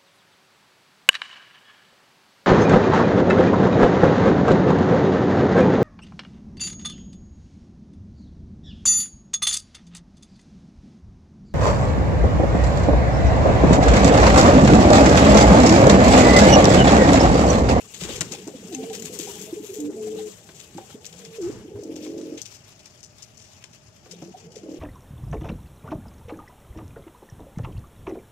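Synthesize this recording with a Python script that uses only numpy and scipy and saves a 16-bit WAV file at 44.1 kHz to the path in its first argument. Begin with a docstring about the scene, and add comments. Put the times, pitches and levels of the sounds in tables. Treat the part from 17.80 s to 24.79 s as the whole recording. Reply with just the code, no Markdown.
"""Crowded pigeon loft, 7 s, stereo; the right microphone is half covered and hears little treble.
0-3 s: thuds, knocks, a gust of wings, sharp snaps in dry straw; clear gliding coos (bent tones) from 0.9 s
and bubbling notes (tone blips), densest at 1.4-2.1 s. 3-4.6 s: more coos, wings again, a rolling coo (throbs
ringing a throat) at 4.0 s. 4.6-6.2 s: the farther birds (crowded blips) die away, stalks (noise bursts) still
snap. From 6.3 s: faint calls, notes, a short roll at 6.8 s; noise rustle and low hum lie under it all."""
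import sys
import numpy as np
from scipy import signal
from scipy.fft import rfft, irfft, next_fast_len
from scipy.io import wavfile
from scipy.ndimage import uniform_filter1d, map_coordinates

SR = 44100
rng = np.random.default_rng(int(sys.argv[2]) if len(sys.argv) > 2 else 0)


def pcm_store(signal):
    """Save signal as 16-bit PCM."""
    levels = np.round(np.clip(np.atleast_2d(signal), -1, 1) * 32767)
    wavfile.write(sys.argv[1], SR, levels.astype(np.int16).T)


N = 308259
T = np.arange(N) / SR

# stirring of the straw: t/s, nominal level/dB
STIRRING = [(0.0, -53.5), (0.15, -47.5), (0.35, -43), (0.72, -51.5), (1.1, -48), (1.25, -47), (1.29, -50.5),
            (1.36, -41.5), (1.85, -52), (2.12, -57), (2.28, -50), (2.42, -48.5), (2.7, -54.5),
            (3.58, -53.5), (3.77, -58.5), (4.68, -54.5), (4.92, -57.5), (6.23, -62), (6.41, -58),
            (6.99, -60.5)]
# colour of the rustle: t/s, treble fizz relative to it/dB, share of brighter stalks/0-1
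COLOUR = [(0, -8, 0.9), (.5, -14.5, 0.57), (1.3, -5, 0.76), (1.9, -1, 0.86), (2.1, -6.5, 0.97),
          (3.6, -11.5, 0.45), (4.2, -9.5, 0.24), (6.99, -33, 0)]


def amp(db):
    """dB to amplitude factor."""
    return 10 ** (np.asarray(db) / 20)


def unit(x):
    """Scale to rms 1."""
    return x / np.sqrt(np.mean(x ** 2) + 1e-20)


def along(points, hz):
    """Interpolate (Hz, value) points on a log frequency axis."""
    f, v = np.transpose(points)
    return np.interp(np.log(hz + 1), np.log(f + 1), v)


def curves(rows, t=T):
    """One value per sample for each column after the time."""
    s, *cols = np.transpose(rows)
    return [np.interp(t, s, c) for c in cols]


def wobble(rate):
    """Smooth random curve, rate knots per s."""
    return map_coordinates(rng.standard_normal(int(N * rate / SR) + 4), [T * rate])


def filtered(x, response):
    """Multiply the spectrum of x by a complex response of frequency."""
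    m = next_fast_len(N + SR // 2)
    return irfft(rfft(x, m) * response(np.fft.rfftfreq(m, 1 / SR)), m)[..., :N]


def mode(f, hz, width_hz):
    """Causal resonance of peak gain 1."""
    return 1j * f * width_hz / (hz * hz - f * f + 1j * f * width_hz)


def add(out, s, piece):
    """Mix a piece in at s seconds."""
    part = out[..., round(s * SR):][..., :piece.shape[-1]]
    part += piece[..., :part.shape[-1]]


def fade(t, edge_s):
    """Linear start and end."""
    return np.clip(np.minimum(t - t[0], t[-1] - t) / edge_s, 0, 1)


def call(start_s, length_s):
    """The samples of an event and its progress from 0 to 1."""
    span = slice(round(start_s * SR), min(N, round((start_s + length_s) * SR)))
    return span, np.clip((T[span] - start_s) / length_s, 0, 1)


def blip(hz, length_s, bend):
    """Short tone with a quick start, whose pitch bends by a share of itself."""
    length_s = max(length_s, .005)
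    u = np.arange(int(length_s * SR)) / (length_s * SR)
    return np.sin(np.pi * u ** .5) ** 2 * np.sin(2 * np.pi * np.cumsum(hz * (1 + bend * (u - .5))) / SR)


def coos():
    """Closed-beak calls: almost pure tones that glide, dip and swell, slightly unsteady."""
    # one tone a row; the 805 Hz row is the third harmonic of the 270 Hz coo, not a call of its own:
    # t/s, length/s, first pitch/Hz, glide to the end/Hz, dip in the middle/Hz, level before arch/dB,
    # swell start to end/dB
    coo_tones = [(0.909, 0.04, 412.5, -135, 5, -33, 12), (0.945, 0.11, 269.7, 3, 12, -34, -3),
                 (0.945, 0.09, 805, -13, 24, -47, 0), (0.984, 0.1, 436, 9.5, -5, -36.5, -1),
                 (1.081, 0.055, 463, -48, -0.5, -33.5, -1), (1.148, 0.3, 467.5, -73.5, 1.5, -54.5, -18),
                 (1.176, 0.16, 207, 45, -18.5, -45.5, -7), (1.985, 0.12, 298, 6.5, 7.5, -29, -1),
                 (1.96, 0.12, 419.6, 57, 4.5, -37.5, -4), (2.12, 0.45, 232, -42, 2.5, -49, -13),
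                 (2.165, .197, 435.5, 6, 12.5, -30, 3.5), (2.245, 0.25, 320.6, 20, 22.5, -44.5, -3),
                 (2.369, 0.12, 433.5, -11, -5, -32.5, -8), (2.992, 0.055, 765, 0, -2, -50, 2),
                 (3.3, 0.158, 157.5, 48, 2, -50.5, -2), (3.392, 0.22, 496.5, -16.5, 42.5, -46.5, 16),
                 (3.583, 0.12, 455, 2, 121.5, -28.5, 3.5), (3.917, 0.115, 397.6, 2, -16, -39, -1),
                 (4.24, 0.35, 420.7, 26, -9, -41, -3), (6.3, 0.22, 177.6, 15.5, 7.5, -48, 8),
                 (6.425, 0.091, 353, -4, 8, -46, -6), (6.62, 0.064, 180, -17.5, -0.5, -47.5, 17)]
    arch_db, flutter_db, pitch_drift = 1.8, 0.9, 0.008  # louder middle; scatter of level and pitch (share)
    out, drift = np.zeros(N), wobble(60)
    flutter = wobble(58) + 0.6 * wobble(140)
    phases = rng.random(len(coo_tones))
    for (start, length, hz, glide_hz, dip_hz, db, swell_db), phase in zip(coo_tones, phases):
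        span, u = call(start, length)
        arch = np.sin(np.pi * u)
        pitch_hz = (hz + glide_hz * u - dip_hz * abs(arch) ** 0.925) * (1 + pitch_drift * drift[span])
        level_db = db + swell_db * (u - .5) + arch_db * arch + flutter_db * flutter[span]
        tone = np.sin(2 * np.pi * (np.cumsum(pitch_hz) / SR + phase))
        out[span] += fade(T[span], 0.0029) * amp(level_db) * tone
    return out


def rolls():
    """Regular throbs of air: each swells a tone that slides upward and rings the throat."""
    # rolling coos: t/s, length/s, throbs/(1/s), rasp over the tone/ratio
    rolling_coos = [(4.023, .572, 44.7, 0.5), (6.803, .2, 38.5, 0.9)]
    # inflated throat: f/Hz, width/Hz, level/dB
    throat_modes = [(240, 70, -10), (310, 91, -1.5), (487, 17, -8.5), (533, 25, -2.5), (641, 72, -10.5)]
    # t/s, level/dB
    effort = [(4.02, -41.5), (4.08, -37), (4.16, -38), (4.21, -40), (4.29, -35), (4.39, -34.5),
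              (4.48, -38.5), (4.505, -45), (4.53, -32), (4.595, -49), (6.8, -53), (6.87, -37), (7, -43)]
    edge_s = 0.0075

    def throat(f):
        # alternating signs
        modes = sum((-1) ** k * amp(db) * mode(f, hz, w) for k, (hz, w, db) in enumerate(throat_modes))
        return modes * mode(f, 363, 540) ** 2

    cycle = .04 * wobble(30)  # throbs so far; each roll ends on a whole one
    for start, length, per_s, _ in rolling_coos:
        rest = (T > start + length) * (per_s * length % 1)
        cycle = cycle + per_s * np.clip(T - start, 0, length) - rest
    size = amp(0.8 * wobble(50))
    onsets = np.clip(np.diff(np.floor(np.maximum.accumulate(cycle) - .25), prepend=0), 0, 1)
    puffs = onsets * size * amp(0.92 * wobble(50))
    ring = unit(filtered(puffs + .01 * rng.standard_normal(N), throat))
    swell = 0.2 + np.sin(np.pi * cycle) ** 2
    pitch_hz = 315 * (1 + 0.38 * (cycle % 1 - .5) + 0.02507 * wobble(12))
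    slide = unit(size * swell * np.sin(2 * np.pi * np.cumsum(pitch_hz) / SR))
    effort_db, = curves(effort)
    out = np.zeros(N)
    for start, length, _, rasp in rolling_coos:
        span, _ = call(start, length)
        voice = unit((rasp * ring + slide)[span])
        out[span] += fade(T[span], edge_s) * amp(effort_db[span]) * voice
    return out


def notes():
    """Bubbling syllables of near birds, as bent blips; the high ones are hoarse (fast level scatter)."""
    # t/s, nominal level/dB, f/Hz, length/s
    short_notes = [(0.288, -29.5, 450, 0.021), (0.672, -28.5, 300, 0.027), (0.75, -32, 266, 0.035),
                   (1.399, -24.5, 320, 0.012), (1.484, -33.5, 392, 0.04), (1.61, -33, 414, 0.028),
                   (1.73, -20.5, 349, 0.024), (1.766, -27, 421, 0.054), (1.802, -30, 305, 0.028),
                   (1.835, -31.5, 416, 0.042), (1.894, -29, 379, 0.053), (1.928, -35, 393, 0.022),
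                   (1.961, -31, 431, 0.092), (2.089, -25.5, 422, 0.037), (2.142, -28, 385, 0.045),
                   (2.954, -33, 259, 0.011), (2.966, -31, 320, 0.024), (3.148, -30.5, 237, 0.016),
                   (3.154, -33, 434, 0.019), (3.699, -23, 304, 0.019), (3.85, -33, 302, 0.027),
                   (3.885, -31.5, 362, 0.022), (6.348, -42, 452, 0.018), (6.482, -39.5, 420, 0.033),
                   (6.666, -41.5, 471, 0.047), (6.769, -30, 435, 0.015), (0.547, -38, 824, 0.021),
                   (0.919, -39, 715, 0.043), (1.039, -33, 685, 0.022), (1.104, -35.5, 770, 0.043),
                   (1.475, -35, 780, 0.02), (1.487, -41.5, 950, 0.041), (1.558, -43, 808, 0.054),
                   (1.666, -43.5, 643, 0.1), (2.169, -42.5, 668, 0.065), (2.273, -37, 717, 0.03),
                   (2.39, -37, 790, 0.029), (2.984, -27.5, 807, 0.019), (6.544, -30, 757, 0.032)]
    out, hoarse = np.zeros((2, N)), amp(2.5 * wobble(480))
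    for (s, db, hz, length), bend in zip(short_notes, rng.standard_normal(len(short_notes))):
        high = int(hz > 600)
        add(out[high], s - .004, amp(db - 2.5 - 1.9 * high) * blip(hz, length, 0.078 * bend))
    return out[0] + hoarse * out[1]


def snaps():
    """Gritty noise bursts, from a short crack to a longer stroke, each with a duller knock under it."""
    # stalks, claws, feather strokes: t/s, nominal level/dB, knock relative to it/dB, length/s
    breaks = [(0.137, -28.5, -8, 0.093), (0.2024, -25, -7.5, 0.14), (0.235, -20.5, -7.5, 0.045),
              (0.291, -31.5, -0.5, 0.059), (0.308, -26.5, -1.5, 0.028), (0.355, -23, -10, 0.074),
              (0.408, -8.5, -11.5, 0.025), (0.518, -21.5, -12.5, 0.048), (0.538, -28.5, -5, 0.045),
              (0.586, -40.5, 5, 0.017), (0.674, -23.5, -29, 0.028), (0.923, -29.5, -9, 0.11),
              (0.948, -27.5, -18, 0.02), (1.03, -41, 1, 0.037), (1.099, -39.5, 2, 0.012),
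              (1.129, -26, -7, 0.1), (1.149, -21, -14, 0.041), (1.197, -24, -22, 0.013),
              (1.222, -24.5, -12, 0.024), (1.2514, -21.5, -12.5, 0.042), (1.3892, -14.5, -31, 0.01),
              (1.391, -22, -10.5, 0.2), (1.611, -26, -16, 0.1), (1.824, -32.5, -11, 0.36),
              (1.933, -29, -15.5, 0.19), (2.002, -27.5, -18, 0.021), (2.743, -36.5, -13, 0.16),
              (2.796, -28.5, -9.5, 0.042), (2.974, -35, -9, 0.021), (3.2454, -36, 0, 0.008),
              (3.2535, -22, -16, 0.011), (3.2636, -23.5, -19, 0.018), (3.324, -36, -6.5, 0.05),
              (3.391, -31, -17, 0.017), (3.448, -31.5, -6, 0.029), (3.608, -31.5, -22, 0.33),
              (4.034, -32.5, -37, 0.025), (4.156, -31, -10.5, 0.06), (4.222, -34, -9.5, 0.19),
              (4.41, -41, -6, 0.06), (4.496, -41, -16, 0.02), (4.574, -32.5, -3.5, 0.05),
              (4.6167, -19.5, -38, 0.019), (4.652, -27.5, -12.5, 0.057), (4.738, -34, -18, 0.066),
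              (4.991, -40, -9, 0.054), (5.057, -34.5, -14, 0.023), (5.204, -40, -26, 0.017),
              (5.2298, -33, -20, 0.0089), (5.233, -33, -19, 0.079), (5.383, -34.5, -20, 0.016),
              (5.422, -29, -19.5, 0.044), (5.571, -35.5, -25, 0.033), (5.588, -39.5, -13, 0.25),
              (5.733, -41, -20, 0.015), (5.8399, -27, -7, 0.0074), (5.933, -39.5, -8, 0.015),
              (6.311, -25, -12, 0.032), (6.719, -36.5, -12, 0.024), (6.755, -33.5, -10, 0.049)]
    crack_t60_s, crack_gain, crisp_s = 0.003, 2.2, 0.045  # strokes longer than crisp_s start softly
    bright, dull, t = np.zeros((2, N)), np.zeros((2, N)), np.arange(SR // 4) / SR
    for s, db, knock_db, length in breaks:
        length = max(length, .01)
        first = 0.85 * amp(-60 * t / (.5 * length))
        stroke = 0.68 * amp(-40 * (t / length) ** 2)  # holds, then stops
        settling = 0.23 * amp(-60 * t / 0.17)
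        shape = (first + stroke + settling) * (1 - np.exp(-t / (0.041 * length)))
        crack = crack_gain * np.exp(-(length / crisp_s) ** 2) * amp(-60 * t / crack_t60_s)
        steps = np.repeat(rng.uniform(-2.25, 1, len(t) // 64 + 1), 64)[:len(t)]
        grit = amp(3.6 * steps + 3)
        burst = rng.standard_normal((2, len(t))) * (shape * grit + crack)
        add(bright, s, amp(db + 2.0) * burst)
        add(dull, s, amp(db + knock_db + 5.0) * burst[::-1])  # channels swapped
    fizz_db, share = curves(COLOUR)
    share = np.clip(share, 0, 1)
    fizz = amp(fizz_db - 6.5) * filtered(bright, lambda f: mode(f, 11500, 6000) ** 2)
    brighter = filtered(share * bright, lambda f: mode(f, 6930, 2150) ** 2)
    darker = filtered((1 - share) * bright, lambda f: mode(f, 5980, 2600) ** 2)
    return brighter + darker + fizz + filtered(dull, lambda f: mode(f, 3120, 2820) ** 2)


def ticks():
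    """Small stalks break at random as brief noise decays, louder where the straw is stirred."""
    per_s, over_stirring_db, t60_s, spread_db = 170, 10, 0.0034, 2
    sizes = amp(spread_db * np.minimum(rng.exponential(size=N), 3))
    starts = (rng.random(N) < per_s / SR) * sizes
    dying = signal.lfilter([1], [1, -amp(-60 / (t60_s * SR))], starts)
    grains = filtered(dying * rng.standard_normal((2, N)), lambda f: mode(f, 4800, 4100) ** 2)
    return amp(curves(STIRRING)[0] + over_stirring_db) * grains


def thuds():
    """Wing beats and landings: a few low cycles."""
    # t/s, nominal level/dB, boom/Hz
    booms = [(0.225, -27.5, 183), (0.406, -30, 166), (0.511, -37, 176), (2.954, -37, 185),
             (3.481, -41.5, 166), (3.706, -39, 126), (3.946, -35, 107), (6.427, -38, 162)]
    out = np.zeros(N)
    for s, db, hz in booms:
        add(out, s - .006, amp(db - 1.0) * blip(hz, 7.6 / hz, 0.26))
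    return out


def knocks():
    """Dull blows: a short burst rings the thin boards and, longer, the floor below."""
    # feet and beaks on wood: t/s, nominal level/dB, low part relative to it/dB
    blows = [(0.208, -42, 0), (0.244, -35.5, -4.5), (0.288, -34.5, -0.5), (0.411, -19, -24.5),
             (0.524, -34, -9.5), (0.675, -47.5, 8.5), (2.1, -54, 10), (2.688, -32, -23), (2.979, -36.5, -4),
             (3.1, -38, -38), (3.953, -49, 3), (4.26, -36, -25), (5.84, -42, -28), (6.258, -44, -10),
             (6.419, -41, -0.5)]
    thin, floor, t = np.zeros(N), np.zeros(N), np.arange(SR // 8) / SR
    t60_s = np.array([[.05], [.11]])
    for s, db, low_db in blows:
        burst = rng.standard_normal((2, len(t))) * amp(-60 * t / t60_s) * (1 - np.exp(-t / 0.0024))
        add(thin, s, amp(db + 7.5) * burst[0])
        add(floor, s, amp(db + low_db + 26.5) * burst[1])
    boards = filtered(thin, lambda f: mode(f, 630, 3100) ** 2)
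    return boards + filtered(floor, lambda f: mode(f, 346, 340) ** 2)


def taps():
    """Claws on the drinking dish: each contact rings its modes briefly."""
    # t/s, level/dB
    contacts = [(0.536, -40), (0.948, -37), (1.408, -44), (4.579, -42.5)]
    # f/Hz, level/dB, t60/s
    dish_modes = [(2080, -3, 0.046), (2680, 13, 0.02), (3970, -3, .03), (6350, 13, 0.025)]
    scatter_db = 3 * rng.standard_normal((len(contacts), len(dish_modes)))
    out, t = np.zeros(N), np.arange(SR // 10) / SR
    for (s, db), offsets_db in zip(contacts, scatter_db):
        ring = sum(amp(level + offset_db - 60 * t / t60) * np.sin(2 * np.pi * hz * t)
                   for (hz, level, t60), offset_db in zip(dish_modes, offsets_db))
        add(out, s, amp(db) * ring * (1 - np.exp(-t / 0.00059)))
    return out


def wings():
    """Beating wings blow turbulent air at both microphones, with a soft swish above."""
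    # t/s, length/s, level at the start/dB
    beats = [(0.196, 0.32, -37.5), (3.598, 0.26, -40.5)]
    edge_s, fade_db = 0.041, 8.5
    air = rng.standard_normal((2, N)) + 1.4 * rng.standard_normal(N)  # partly common to both sides
    gust = unit(filtered(air, lambda f: mode(f, 94, 109) ** 2 + 0.11 * mode(f, 720, 3000) ** 2))
    out = np.zeros((2, N))
    for start, length, db in beats:
        span, u = call(start, length)
        out[:, span] = fade(T[span], edge_s) * amp(db - fade_db * u) * gust[:, span]
    return out


def flock():
    """Many farther birds overlap in short syllables at scattered pitches and places."""
    # t/s, level of the low voices/dB
    murmur = [(0, -62), (.3, -45), (1.15, -40.5), (1.9, -46), (2.4, -41.5), (2.55, -59.5), (3.55, -52.5),
              (3.75, -43), (3.82, -47), (3.9, -43.5), (4.5, -45), (4.65, -66), (6.2, -78), (6.3, -53),
              (6.74, -53.5), (7, -40)]
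    # what carries of the farther voices: f/Hz, width/Hz, level/dB
    far_throat = [(206, 70, -2.5), (431.7, 54, -4.5), (694, 520, 2.5)]
    low_db, = curves(murmur)
    high_db = -60 + 0.25 * (low_db + 40.5)  # follows a quarter of the low voices' swings
    out = np.zeros((2, N))
    for db, low_hz, high_hz in ((low_db, 150, 500), (high_db, 540, 900)):
        crowd = np.zeros((2, N))
        for when, pitch, life, size, side in rng.random((1900, 5)):
            hz = low_hz + pitch * (high_hz - low_hz)
            voice = amp(7.0 * size) * blip(hz, 0.015 + 0.048 * life ** 2, 0.26 * (side - .5))
            add(crowd, when * T[-1], voice * amp([[3 * (side - .5)], [-3 * (side - .5)]]))
        crowd = filtered(crowd, lambda f: sum(amp(level) * mode(f, hz, w) for hz, w, level in far_throat))
        out += amp(db + 1.2 * wobble(20)) * unit(crowd)
    return out


def rush(spectrum, crackle=0, patchy_db=0, per_s=500, spread_db=3):
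    """Stereo noise of rms 1, with patches of colour and short crackles."""
    # f/Hz, left-right likeness/correlation
    likeness = [(60, 0.88), (240, 0.81), (950, 0.012), (3770, 0.035), (15000, 0.19)]
    z = signal.stft(rng.standard_normal((2, N)), nperseg=512)[2]
    field = uniform_filter1d(uniform_filter1d(rng.standard_normal(z.shape[1:]), 8, 0), 6, 1)
    pair = signal.istft(z * amp(patchy_db * unit(field)), nperseg=512)[1][:, :N]
    sparks = (rng.random(N) < per_s / SR) * amp(spread_db * rng.exponential(size=N))
    pair = pair * (1 + crackle * signal.lfilter([1], [1, -np.exp(-1 / (0.0063 * SR))], sparks))

    def mid_side(hz):
        turn = np.arccos(np.clip(along(likeness, hz), -1, 1)) / 2
        return amp(along(spectrum, hz)) * [np.cos(turn), np.sin(turn)]

    mid, side = filtered(pair, mid_side)
    return unit(np.array([mid + side, mid - side]))


def straw():
    """Feet and feathers stir the stalks in quick gusts over a steady far hiss; the building hums below."""
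    # noise spectra: f/Hz, relative density/dB per Hz
    brighter = [(3000, -59), (3900, -15), (4800, -10.5), (5600, -5), (7200, 0.5), (8300, -4), (9600, -34)]
    darker = [(1760, -14), (3000, -7), (3420, -30), (4310, -8.5), (5480, -1.5), (7150, -3.5), (9500, -24),
              (12400, -50)]
    shuffle = [(600, -44), (1000, -1.5), (1400, -6), (2100, -1.5), (2700, 4), (3400, 4.5), (4200, -3),
               (5500, -8)]
    treble = [(7000, -10.5), (9000, -1), (10300, -1.5), (13000, 0), (15600, 2)]
    hum = [(18, -50), (30, -22), (108, 1.5), (282, -14.5), (423, -14), (509, -25.5), (613, -8.5),
           (710, -23.5), (1330, -22), (2500, -25), (3250, -56), (5500, -120)]
    # brief swells of the shuffle: t/s, 1/e half-width/s, rise/dB
    strokes = [(0.0, 0.027, 9.5), (2.388, 0.032, 9), (4.22, 0.037, 5)]
    gust_db = 1.5 * wobble(18) + 1.38 * wobble(55)
    (stir_db,), (fizz_db, share) = curves(STIRRING), curves(COLOUR)
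    share = np.clip(share, 0, 1)
    swells_db = sum(db * np.exp(-((T - s) / width) ** 2) for s, width, db in strokes)
    stalks = share * rush(brighter, crackle=0.34, patchy_db=0.0)
    stalks = stalks + (1 - share) * rush(darker, crackle=0.96, patchy_db=0.5)
    rustle_db = stir_db + gust_db + 6
    shuffle_db = -54.5 + (stir_db + 55.5) + swells_db + 1.5 * gust_db
    body = amp(shuffle_db) * rush(shuffle, crackle=0.077, patchy_db=3.0)
    fizz = amp(rustle_db + fizz_db) * rush(treble, crackle=0.44, patchy_db=-1.0)
    far_hiss = amp(-73.5) * rush(brighter)
    return amp(rustle_db) * stalks + body + fizz + far_hiss + amp(-54.5) * rush(hum)


def loft(x, t60_s=0.22):
    """Wooden walls: a short decaying noise tail of its own at each microphone."""
    t = np.arange(SR // 3) / SR
    tail = rng.standard_normal((2, len(t))) * amp(-60 * t / t60_s) * (t > .004)
    return signal.fftconvolve(x[None], tail / np.linalg.norm(tail[0]), axes=1)[:, :N]


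def scene():
    """Near sources with their wall tail, plus everything left dry."""
    near = coos() + rolls() + notes() + thuds() + knocks()
    return near + amp(-10.0) * loft(near) + taps() + flock() + wings() + straw() + snaps() + ticks()


def record(dry):
    """The covered right microphone loses treble and shifts phase; nothing is kept above the band limit."""
    # f/Hz, loss at the right microphone/dB
    cover_loss = [(60, 1), (300, -0.8), (700, -1), (1300, 1), (2400, 5.5), (4400, 6.5), (8000, 24.5),
                  (12000, 12), (15000, 20)]
    # f/Hz, phase by which the left microphone leads/rad
    left_lead = [(30, -0.052), (250, 0.0091), (780, 0.59), (2000, -1.35)]
    top_hz, dull_hz = 15700, 14900  # band limit; both microphones fade around dull_hz

    def microphones(hz):
        band = (hz < top_hz) / (1 + (hz / dull_hz) ** 8)
        right = amp(-along(cover_loss, hz)) * np.exp(-1j * along(left_lead, hz))
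        return band * [np.ones_like(hz), right]

    return filtered(dry, microphones)


dry = scene()
out = record(dry)
pcm_store(out)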